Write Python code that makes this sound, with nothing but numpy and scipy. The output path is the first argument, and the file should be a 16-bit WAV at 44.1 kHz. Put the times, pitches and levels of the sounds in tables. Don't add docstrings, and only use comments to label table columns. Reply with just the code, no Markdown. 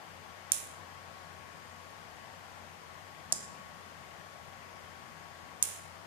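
import sys
import numpy as np
from scipy import signal
from scipy.fft import irfft
from scipy.io import wavfile
from scipy.ndimage import uniform_filter1d

SR = 44100
rng = np.random.default_rng(int(sys.argv[2]) if len(sys.argv) > 2 else 0)


def dump_mix(stems):
    frames = np.atleast_2d(stems).T
    limited = np.clip(frames, -1, 1)
    pcm = np.round(limited * 32767).astype(np.int16)
    wavfile.write(sys.argv[1], SR, pcm)


def natural_amplitude(level_db):
    exponent = np.asarray(level_db, float) / 20
    return 10 ** exponent


N = 267290


def read(hz_points, values, hz):
    return np.interp(np.log(hz + 1), np.log(np.asarray(hz_points) + 1), values)


def evened(x):
    return x / np.sqrt(np.mean(x ** 2) + 1e-20)


def add(mix, s, sound):
    part = mix[:, round(s * SR):][:, :sound.shape[1]]
    part += sound[:, :part.shape[1]]


def port_pair(same, shape):
    a, b = rng.standard_normal((2, *shape)) + 1j * rng.standard_normal((2, *shape))
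    same = np.clip(same, -1, 1)
    return np.array([a, same * a + np.sqrt(1 - same ** 2) * b])


# f/Hz, relative level per Hz/dB
AIR_COLOUR = [(15, -36), (30, -18), (60, -12), (120, -6), (300, -9.5), (650, -4), (1000, -4), (1250, -5.5),
              (1900, -8), (2600, -14), (3100, -14), (3800, -18), (4900, -17), (8000, -23), (11000, -28),
              (14500, -27)]
# f/Hz, left minus right level/dB
AIR_LEAN = [(60, -1), (99, 9), (160, 14), (270, 8.5), (450, 7.5), (740, 10), (1220, 6.5), (2010, 12),
            (3330, 9.5), (5500, 4.5), (9080, -7.5), (15000, 1)]
# f/Hz, left-right likeness (-1 to 1)
AIR_LIKENESS = [(60, 0.38), (99, 0.036), (160, -0.37), (270, 0.21), (450, 0.034), (740, 0.53),
                (1220, -0.28), (2010, -0.088), (3330, 0.095), (5500, -0.12), (9080, 0.091), (15000, -0.1)]


def ventilation():
    level_db, patches_db = -53, 0.74
    hz = np.fft.rfftfreq(2048, 1 / SR)
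    spectra = port_pair(read(*np.transpose(AIR_LIKENESS), hz), (N // 512 + 5, len(hz)))
    patches = uniform_filter1d(rng.standard_normal(spectra.shape[1:]), 12, 0)
    patches = evened(uniform_filter1d(patches, 16, 1))
    lean_db = read(*np.transpose(AIR_LEAN), hz)
    port_db = np.array([lean_db / 2, -lean_db / 2])[:, None]
    colour_db = read(*np.transpose(AIR_COLOUR), hz) + port_db + patches_db * patches
    frames = (spectra * natural_amplitude(colour_db)).transpose(0, 2, 1)
    sound = signal.istft(frames, nperseg=2048, noverlap=1536)[1][:, :N]
    return natural_amplitude(level_db) * sound / np.std(sound.mean(0))


def narrow_noise(centre_hz, width_hz, same):
    hz = np.fft.rfftfreq(N, 1 / SR)
    resonance = 1 / (1 + (2 * (hz - centre_hz) / width_hz) ** 2)
    return evened(irfft(port_pair(same, hz.shape) * resonance, N))


def rumble():
    level_db, swell_db = -71, 11.5
    swell_s, swell_length_s = 3.55, 0.32
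    swell = np.exp(-((np.arange(N) / SR - swell_s) / swell_length_s) ** 2)
    return natural_amplitude(level_db + swell_db * swell) * narrow_noise(186, 96, same=0.55)


# f/Hz, width/Hz, left level/dB, right level/dB, left-right likeness
HUM_BANDS = [(90.3, 12, -70, -75, .8), (161, 20, -64, -77, .3), (228, 6, -72, -80, .5),
             (6590, 250, -85, -72, .2), (7406, 4, -100, -90, .2), (10655, 6, -102, -92, .2)]


def hums():
    out = np.zeros((2, N))
    for centre_hz, width_hz, left_db, right_db, same in HUM_BANDS:
        port_gain = natural_amplitude(np.array([[left_db], [right_db]]))
        out += port_gain * narrow_noise(centre_hz, width_hz, same)
    return out


def tone(level_db, hz, left_db, right_db, lead, waver_hz):
    waver = waver_hz * evened(uniform_filter1d(rng.standard_normal(N), 4000))
    phase = 2 * np.pi * np.cumsum(hz + waver) / SR
    ports = [natural_amplitude(left_db) * np.sin(phase + lead), natural_amplitude(right_db) * np.sin(phase)]
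    return np.sqrt(2) * natural_amplitude(level_db) * np.array(ports)


# f/Hz, left level/dB, right level/dB, lead of left port/rad, waver/Hz
DRONE_AT_PORTS = (90.5, 1.5, -3.5, 0.76, 4)


def fan_drone():
    return tone(-64, *DRONE_AT_PORTS)


# t/s, level/dB before the port levels
WHINE_LEVEL = [(0, -66.5), (.5, -61.5), (.9, -61), (1.9, -62), (2.3, -66.5), (2.8, -65.5), (3, -63),
               (3.5, -59), (3.9, -62.5), (5.6, -62), (6.06, -66.5)]
# f/Hz, left level/dB, right level/dB, lead of left port/rad, waver/Hz
WHINE_AT_PORTS = (1109, 6, -10.5, 1.43, 1.46)


def whine():
    level_db = np.interp(np.arange(N) / SR, *np.transpose(WHINE_LEVEL))
    return tone(level_db, *WHINE_AT_PORTS)


# f/Hz, pull-in level/dB, drop-out level/dB, left minus right level/dB
ROOM_COLOUR = [(650, -40, -28, 3), (1500, -35, -39, 2), (2400, -28, -40, 1), (3200, -27, -39, -1),
               (4000, -27, -34, 2), (4600, -33, -35, 0), (5130, -27, -19, 4), (5600, -24, -34, 1),
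               (6050, -21, -17, 0), (6500, -18, -27, -2), (7200, -16, -13, -3), (7800, -12.5, -18, -8),
               (8350, -23, -20, -7), (9450, -9.5, -21, -10), (10900, -22, -29, -8), (11600, -20, -27, -12),
               (12600, -34, -40, -12), (13900, -18, -40, -13)]
# f/Hz, t60/s
ROOM_DECAY = [(650, .5), (2800, .72), (6000, .56), (13900, .42)]
# t/ms, left level/dB, right level/dB, both above the tail
WALL_ECHOES = [(13, 4, -2), (15.2, 0, -10), (30.5, 0, -10)]


def room(column):
    lumps_db, lump_s = 2.5, 0.0034
    age = np.arange(round(.7 * SR)) / SR
    hz, t, spectra = signal.stft(rng.standard_normal((2, len(age))), SR, nperseg=256)
    f, db, left_db = np.array(ROOM_COLOUR)[:, [0, column, -1]].T
    colour_db = np.array([read(f, db + left_db, hz), read(f, db, hz)])[:, :, None]
    decay_db = 60 * t / read(*np.transpose(ROOM_DECAY), hz)[:, None]
    tail = signal.istft(spectra * natural_amplitude(colour_db - decay_db), SR, nperseg=256)[1][:, :len(age)]
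    growth = np.clip((age - .005) / .01, 0, 1)
    for ms, *echo_db in WALL_ECHOES:
        echo = np.exp(-((age - ms / 1000) / .0009) ** 2)
        growth = growth + natural_amplitude(np.array(echo_db))[:, None] * echo
    lumps = evened(uniform_filter1d(rng.standard_normal(len(age)), round(lump_s * SR)))
    return tail * growth * evened(natural_amplitude(lumps_db * lumps))


# f/Hz, t60/ms, pull-in level/dB, drop-out level/dB, left minus right level/dB
RELAY_MODES = [(350, 40, -54, -40, 3), (685, 35, -50, -33, 4), (760, 40, -52, -38, 4),
               (1060, 40, -52, -42, 0), (1750, 20, -46, -40, 4), (2400, 18, -29, -48, 4.5),
               (3280, 10, -19, -36, 5.5), (4150, 10, -21, -30, 5), (4850, 10, -33, -7, -7),
               (5480, 14, -14, -6, -7), (6020, 12, -17, -5, -6), (6720, 7, 5, 3, -6),
               (7060, 3.6, 0, -6, -5.7), (7650, 3.6, 10, 10.6, -13.3), (8500, 2.8, 8.5, 11, -13.6),
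               (9280, 5.2, 11, 0, -12.1), (10370, 6.4, -7.7, -28, -13), (11270, 8, -29, -21, -12),
               (14060, 3, .2, -21.3, -14.5)]


def switching(impacts, column):
    rise_ms, left_lag_ms = .243, .085
    t = np.arange(round(.12 * SR)) / SR * 1000
    out = np.zeros((2, SR))
    hz, t60_ms, mode_db, left_db = (np.array(RELAY_MODES)[:, [k]] for k in (0, 1, column, 4))
    for ms, blow_db, bright_db, rattle_ms in impacts:
        ports = np.zeros((2, len(t)))
        touches = rattle_ms * rng.random(5) if rattle_ms else [0]
        impact_db = blow_db + mode_db + bright_db * np.log2(hz / 8000)
        for touch in touches:
            for port, lag, side_db in zip(ports, (left_lag_ms, 0), (left_db, 0)):
                age = np.maximum(t - ms - touch - lag, 0)
                size = natural_amplitude(impact_db + side_db - 60 * age / t60_ms)
                ring = size * np.sin(2 * np.pi * hz * age / 1000) * (1 - np.exp(-age / rise_ms))
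                port += ring.sum(0) / np.sqrt(len(touches))
        add(out, 0, ports)
        add(out, ms / 1000, natural_amplitude(blow_db) * room(column - 1))
    return out


# t/ms after the first, blow level/dB, direct brightness/dB per octave about 8 kHz, rattle length/ms
PULL_IN_IMPACTS = [(0, 0, 0, 0), (.5, -4.2, -1.1, 0), (1.07, -8.5, 1, 0), (3.27, -17.6, 1.8, 0),
                   (4, -21, .7, 0), (6.8, -11.5, 5, 2.4), (24, -22, 3, 2.5)]
DROP_OUT_IMPACTS = [(0, 0, 0, 0), (1.67, -6.2, -3.5, 0), (3.14, -3.9, 8.4, 0), (4.27, -14.5, 5.2, 0),
                    (6.5, -20, 5, 3.5)]
# t/s, level/dB, lamp lights 1 or goes dark 0
LAMP_SWITCHINGS = [(.51934, -12, 1), (3.32337, -12, 0), (5.62626, -12.3, 1)]


def relay():
    mix = np.zeros((2, N))
    for s, db, lights in LAMP_SWITCHINGS:
        if lights:
            sound = switching(PULL_IN_IMPACTS, column=2)
        else:
            sound = switching(DROP_OUT_IMPACTS, column=3)
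        add(mix, s, natural_amplitude(db) * sound)
    return mix


def scene():
    background = ventilation() + rumble() + hums() + fan_drone() + whine()
    return background + relay()


def low_pass(x):
    return signal.sosfilt(signal.butter(12, 15690, fs=SR, output="sos"), x)


def record(dry):
    edge = signal.firwin(767, 14520, window=("kaiser", 6), fs=SR)
    mix = signal.oaconvolve(dry, edge[None], "same")
    return low_pass(mix)


dry = scene()
out = record(dry)
dump_mix(out)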